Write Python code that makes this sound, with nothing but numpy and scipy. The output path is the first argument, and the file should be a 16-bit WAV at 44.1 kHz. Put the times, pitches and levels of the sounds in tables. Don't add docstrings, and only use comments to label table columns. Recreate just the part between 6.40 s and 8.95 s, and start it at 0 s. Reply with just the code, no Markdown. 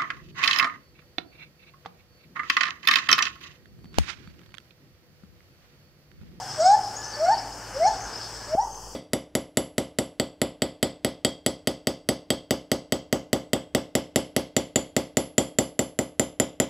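import sys
import numpy as np
from scipy import signal
from scipy.fft import rfft, irfft
from scipy.io import wavfile
from scipy.ndimage import uniform_filter1d, map_coordinates

SR = 44100
rng = np.random.default_rng(int(sys.argv[2]) if len(sys.argv) > 2 else 0)


def to_wav(s):
    ch = np.atleast_2d(s).T
    pcm = np.round(np.clip(ch, -1, 1) * 32767)
    wavfile.write(sys.argv[1], SR, pcm.astype(np.int16))


def nominal_scale(level):
    x = np.asarray(level, float) / 20
    return 10 ** x


N = 112454

# (time [s], pitch [Hz], level [dB], second partial [dB], upper partials [dB])
EARLIER_WHOOP = [
    (-.2, 739.8, -7, -40, -4),
    (-.1, 800, -32, -51, -7),
    (-.04, 903.4, -20, -48, -6),
]
WHOOPS = [
    [(0.17, 608, -46, -66, -35), (0.188, 620, -29.5, -50, -19), (0.206, 627, -18.5, -48, -1.5),
     (0.228, 677, -22, -40, -3), (0.24, 714, -24, -45, -4), (0.258, 730, -15, -38, 2.5),
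     (0.34, 849.5, -14, -44, -4.5), (0.352, 871.6, -21, -38, -6), (0.368, 868, -32, -52, -29)],
    [(0.765, 595, -40, -56, -18), (0.793, 592, -40.5, -62, -13), (0.805, 612, -27.5, -50, 0),
     (0.829, 645, -21, -48, -9), (0.853, 685, -21, -56, 7), (0.864, 708, -28.5, -37, -1.5),
     (0.889, 751, -16.5, -42, -1.5), (0.925, 912.6, -19.5, -37.5, 5.5), (0.955, 901, -29, -50.5, -26)],
    [(1.34, 520, -46, -67, -25), (1.37, 538, -28.5, -71, -21), (1.392, 603, -37, -62, -20),
     (1.41, 645, -22, -61, -14), (1.43, 678, -18.5, -60, -10), (1.442, 721, -21.5, -49, -6),
     (1.456, 761, -15.5, -56, -4), (1.477, 873.5, -19.5, -39, 3.5), (1.497, 866, -21.5, -40, -13)],
]
LAST_WHOOP = [(2.07, 568, -49.5, -65, -35), (2.117, 619, -35.5, -60, -29), (2.142, 640, -19, -62, -15),
              (2.155, 663, -24, -60, -22), (2.165, 726, -42, -62, -30), (2.184, 780, -17.5, -55, -20),
              (2.202, 884, -20, -58, -11.5), (2.22, 967, -35.5, -56, -5), (2.261, 963, -36, -68, -25.5)]
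# (third partial [dB], even partials [dB])
WHOOP_COLOURS = [
    (-48.5, -3),
    (-47, 2.5),
    (-40, 1.5),
    (-64, -2),
    (-49, -4),
]
# (frequency [Hz], level [dB])
THROATS = [
    [(3700, -56), (4550, -41), (5350, -31), (6100, -46), (6600, -36), (7150, -49), (7900, -38), (8800, -62)],
    [(4100, -66), (4450, -44), (4900, -54), (5550, -42), (6000, -57), (7100, -64), (7600, -52), (8100, -66)],
    [(3950, -60), (4380, -38), (4800, -47), (5250, -38), (5800, -37), (6250, -52), (7000, -54), (8000, -64)],
]
# (frequency [Hz], level [dB])
CHEEK = [(1800, -32), (2000, -9), (2120, 0.5), (2250, -5), (2400, -8), (2700, -31)]

# (frequency [Hz], level [dB per Hz])
AIR_LOW = [(18, 6.5), (30, -12), (118, -11), (245, -15), (378, -11.5), (474, -10), (706, -13), (855, -5.5),
           (1900, -26), (2470, -64), (4180, -120)]
AIR_HIGH = [(1900, -28), (2250, -24), (3100, -8.5), (3950, -31), (4700, 1.5), (7800, -5.5), (9500, -13),
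            (15750, -19.5)]
# (frequency [Hz], level [dB per Hz])
WATER = [(100, -8.5), (300, -8), (500, -4), (900, -6), (1650, -2.5), (1900, -10), (2600, -16),
         (3100, -12.5)]
FLOCK = [(3200, -14.5), (4000, -18), (4600, -5.5), (5150, 0), (6300, -14), (7200, -24.5), (7900, -10.5),
         (9200, -29)]
# (time [s], level [dB])
FLOCK_LEVEL = [(0.0, -40.5), (0.18, -39.5), (0.83, -39), (1.07, -41), (1.3, -43), (1.61, -38.5),
               (2.15, -41)]
# (frequency [Hz], likeness [0 to 1])
LIKENESS = [(50, 0.86), (150, .94), (400, 0.95), (1200, 0.99), (3000, 0.97), (5500, 0.8), (8500, 0.46),
            (13000, 0.0088)]
# (frequency [Hz], left over right [dB])
LEANING = [(60, 0.43), (300, 1.2), (1500, .2), (5000, 3.4), (8000, 4.9), (13000, 1.5)]
# (frequency [Hz], level at first [dB], level later [dB], wobble [dB])
PUMP_TONES = [(50.3, -65.5, -51, 3.5), (109.6, -53, -53, 1.5), (135.6, -53.5, -72, 5)]

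# (time [s], length [s], centre [Hz], level [dB])
CHIRPS = [(0.427, 0.055, 5170, -40.5), (0.614, 0.057, 5290, -41.5), (0.711, 0.023, 5440, -44),
          (0.757, 0.028, 5140, -44), (0.975, 0.027, 5090, -34.5), (1.728, 0.038, 5060, -39.5),
          (1.798, 0.053, 4970, -40.5), (1.844, 0.038, 5100, -54), (1.603, 0.065, 6190, -46),
          (1.613, 0.08, 6460, -49), (1.466, 0.03, 6630, -40.5)]
# (time [s], length [s], start pitch [Hz], end pitch [Hz], level [dB])
WHISTLES = [(.556, 0.0305, 6300, 6960, -40.5), (.585, 0.035, 7000, 6760, -47),
            (.638, 0.019, 5800, 6300, -43.5), (.66, 0.064, 6200, 6200, -47.5),
            (.725, 0.032, 4700, 4510, -41.5), (.755, 0.014, 5500, 5740, -44),
            (.936, 0.02, 4700, 4450, -39.5), (1.02, 0.033, 4500, 4580, -50), (1.12, 0.019, 5050, 5100, -42),
            (2.11, .022, 5480, 5530, -50.5), (2.128, 0.02, 5500, 4950, -48),
            (2.093, 0.009, 5100, 5430, -46), (2.2, 0.031, 5350, 5840, -54),
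            (2.228, 0.044, 6100, 6500, -51.5), (2.3, 0.0152, 5900, 6300, -49),
            (2.308, 0.071, 6370, 6260, -48.5), (2.34, 0.05, 6350, 6100, -64)]
# (time [s], length [s], start pitch [Hz], end pitch [Hz], level [dB])
MATE_CALLS = [
    (.56, 0.255, 849, 880, -48),
    (1.96, 0.122, 839.4, 848, -51),
]
# (time [s], length [s], start pitch [Hz], end pitch [Hz], level [dB])
DRONE = [
    (.82, 0.452, 286.6, 289.7, -53.5),
]
# (time [s], level [dB])
TICKS = [
    (1.812, -40),
    (2.345, -48),
    (2.41, -52),
    (2.538, -49),
]

LEAD = SR // 2
T = np.arange(-LEAD, N) / SR
CHANGE_S = 1.5 + 0.6502


def rms_one(x):
    return x / np.sqrt(np.mean(x ** 2) + 1e-20)


def at_hz(points, hz):
    table_hz, values = np.array(points)[:, 0], np.array(points)[:, 1]
    return np.interp(np.log(hz), np.log(table_hz), values)


def drift(rate):
    knots = rng.standard_normal(400)
    place = np.clip(np.arange(N) / SR * rate * 2, 0, 399)
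    return map_coordinates(knots, [place], order=3)


def shaken(width_hz):
    low_pass = signal.butter(2, width_hz, fs=SR, output="sos")
    a, b = signal.sosfilt(low_pass, rng.standard_normal((2, len(T))))
    return rms_one(a) + 1j * rms_one(b)


def gate(start, length, edge):
    inside = np.minimum(T - start, start + length - T)
    return np.sin(np.pi / 2 * np.clip(inside / edge, 0, 1)) ** 2


def glides(rows, edge, second_db, shake):
    out = 0
    waver = 1 + shake * shaken(70.0)
    for start, length, from_hz, to_hz, db in rows:
        hz = np.interp(T, [start, start + length], [from_hz, to_hz])
        turn = np.exp(2j * np.pi * np.cumsum(hz) / SR)
        tone = np.real(waver * (turn + nominal_scale(second_db) * turn ** 2))
        out = out + nominal_scale(db) * gate(start, length, edge) * tone
    return out


def hiss(spectrum, patchy_db):
    hz = np.maximum(np.arange(N // 2 + 1) * SR / N, 1)
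    inside = (hz > spectrum[0][0]) & (hz < spectrum[-1][0])
    mid, side = rfft(rng.standard_normal((2, N))) * nominal_scale(at_hz(spectrum, hz)) * inside
    alike = np.clip(at_hz(LIKENESS, hz), 0, 1)
    lean = at_hz(LEANING, hz) / 2
    pair = np.sqrt(1 + alike) * mid + np.sqrt(1 - alike) * side * [[1], [-1]]
    pair = pair * nominal_scale([lean, -lean])
    band = np.round(2 * np.log2(hz))
    together = drift(3.05)
    out = 0
    for k in np.unique(band[inside]):
        flicker_db = patchy_db * (1.24 * together + drift(11.0))
        out = out + irfft(pair * (band == k), N) * nominal_scale(flicker_db)
    return rms_one(out)


def echoes(x, wet_db):
    early_t60_s, late_t60_s, late_db, gap_s = 0.31, 1.135, -10, 0.0119
    side_db = -54
    t = np.arange(SR) / SR
    shape = nominal_scale(-60 * t / early_t60_s) + nominal_scale(late_db - 60 * t / late_t60_s)
    shape = shape * (t > gap_s)
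    mid, side = rng.standard_normal((2, SR)) * shape / np.sqrt(np.sum(shape ** 2))
    pair = mid + nominal_scale(side_db) * side * [[1], [-1]]
    wet = signal.fftconvolve(pair, x[None])[:, :len(T)]
    return (x + nominal_scale(wet_db) * wet)[:, LEAD:]


def in_enclosure(x, wet_db):
    fade_s, after_echo_db = 0.002, -0.5
    before = np.clip((CHANGE_S + fade_s - T) / fade_s, 0, 1)
    old = x * before
    old_echoes = echoes(old, wet_db) - old[LEAD:]
    new = echoes(x * (1 - before), wet_db + after_echo_db)
    return old_echoes * before[LEAD:] + old[LEAD:] + new


def whoop_overtones(angle, hz, row_curves, throat, colour, flutter):
    outside_db_per_khz = -14
    second_db, upper_db = row_curves
    third_db, even_db = colour
    over = nominal_scale(second_db) * flutter[2] * np.sin(2 * angle)
    over += nominal_scale(third_db + at_hz(CHEEK, 3 * hz)) * flutter[3] * np.sin(3 * angle)
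    for k in range(4, 15):
        beyond_hz = np.abs(k * hz - np.clip(k * hz, throat[0][0], throat[-1][0]))
        db = upper_db + at_hz(throat, k * hz) + even_db * (1.5 - k % 2)
        db = db + outside_db_per_khz * beyond_hz / 1000
        over += nominal_scale(db) * flutter[k] * np.cos(k * angle + k * k)
    return over


def gibbon():
    flutter_db, edge_s = 2.6, 0.0053
    slip, angle_at_change, slip_s = -5.9, 0.3, 0.0017
    change = int(CHANGE_S * SR) + LEAD
    flutter = [nominal_scale(flutter_db * shaken(36.0).real) for k in range(15)]
    whoops = WHOOPS + [LAST_WHOOP, EARLIER_WHOOP]
    throats = THROATS + [THROATS[2], THROATS[0]]
    out = 0
    for rows, throat, colour in zip(whoops, throats, WHOOP_COLOURS):
        s, *columns = np.transpose(rows)
        curves = [uniform_filter1d(np.interp(T, s, c), size=200) for c in columns]
        hz, db, *row_curves = curves
        angle = 2 * np.pi * np.cumsum(hz) / SR
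        angle += slip * np.clip((T - CHANGE_S) / slip_s, 0, 1) - angle[change] + angle_at_change
        over = whoop_overtones(angle, hz, row_curves, throat, colour, flutter)
        over *= np.abs(T - CHANGE_S) > 0.01
        voice = nominal_scale(db) * np.cos(angle) + over
        out = out + np.sqrt(2) * gate(s[0], s[-1] - s[0], edge_s) * voice
    return out


def background():
    t = T[LEAD:]
    air = nominal_scale(-46) * hiss(AIR_LOW, patchy_db=1.5) + nominal_scale(-47) * hiss(AIR_HIGH, patchy_db=0.6)
    flock_db = np.interp(t, *np.transpose(FLOCK_LEVEL)) - 3.5
    water = nominal_scale(-44.5) * hiss(WATER, patchy_db=1.46)
    flock = nominal_scale(flock_db) * hiss(FLOCK, patchy_db=2.2)
    return air + (water + flock) * np.clip((CHANGE_S - t) / 0.0014, 0, 1)


def pump():
    settle_s, after_change_db = 1, -5
    t = T[LEAD:]
    out = 0
    for hz, first_db, later_db, wobble_db in PUMP_TONES:
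        db = np.interp(t, [0, settle_s], [first_db, later_db])
        db = db + after_change_db * (t > CHANGE_S) * (hz > 80)
        db = db + wobble_db * drift(10.0)
        angle = 2 * np.pi * hz * t + 0.43 * wobble_db * drift(1.7)
        out = out + np.sqrt(2) * nominal_scale(db) * np.sin(angle)
    return out


def twitter():
    per_s, level_db, length_s = 50, -52, 0.0227
    centre_hz, pitch_spread, slide_spread = 5250, 0.075, 0.028
    draws = rng.standard_normal((150, 4))
    starts = np.cumsum(np.abs(draws[:, 0])) * 1.1 / per_s - 0.1
    out = np.zeros(len(T) + SR)
    t = np.arange(int(length_s * SR)) / SR
    for start, (_, pitch, slide, size) in zip(starts, draws):
        if start < CHANGE_S - length_s:
            hz = centre_hz * np.exp(pitch_spread * pitch + slide_spread * slide * t / length_s)
            tone = np.hanning(len(t)) * np.sin(2 * np.pi * np.cumsum(hz) / SR)
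            i = int(start * SR) + LEAD
            out[i:i + len(t)] += nominal_scale(level_db + 3.4 * size) * tone
    return out[:len(T)]


def chirps():
    shake = shaken(270)
    out = 0
    for start, length, hz, db in CHIRPS:
        rasp = np.real(shake * np.exp(2j * np.pi * hz * T))
        out = out + nominal_scale(db) * gate(start, length, 0.0039) * rasp
    return out


def whistles():
    return glides(WHISTLES, 0.0013, second_db=-54, shake=1)


def mate():
    return glides(MATE_CALLS, 0.028, second_db=2, shake=0.022)


def drone():
    return glides(DRONE, 0.11, second_db=-40, shake=0.13)[LEAD:]


def ticks():
    snaps = sum(nominal_scale(db) * gate(start, 0.0031, 0.00075) for start, db in TICKS)
    snaps = snaps * rng.standard_normal(len(T))
    band = signal.butter(2, [1500, 6000], "band", fs=SR, output="sos")
    return signal.sosfilt(band, snaps)[LEAD:]


def scene():
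    ape_pan_db, bird_pan_db = 0.57, 2
    ape = in_enclosure(gibbon(), -8.5) * nominal_scale([[ape_pan_db], [-ape_pan_db]])
    birds = in_enclosure(twitter() + chirps() + whistles(), -6.5)
    birds = birds * nominal_scale([[bird_pan_db], [-bird_pan_db]])
    far_mate = in_enclosure(mate(), -7)
    return ape + background() + pump() + birds + far_mate + drone() + ticks()


def top_cut(x):
    return signal.sosfilt(signal.butter(12, 15790, fs=SR, output="sos"), x)


def record(dry):
    notch_hz, notch_width_hz, rumble_cut_hz, offset = 4810, 195, 46, -0.002
    notched = signal.lfilter(*signal.iirnotch(notch_hz, notch_hz / notch_width_hz, fs=SR), dry)
    high_pass = signal.butter(2, rumble_cut_hz, "high", fs=SR, output="sos")
    cut = signal.sosfilt(high_pass, 0.35 * dry + 0.77 * notched)
    after_change = np.clip((T[LEAD:] - CHANGE_S) / 0.009, 0, 1)
    return top_cut(cut + offset * after_change)


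dry = scene()
out = record(dry)
to_wav(out)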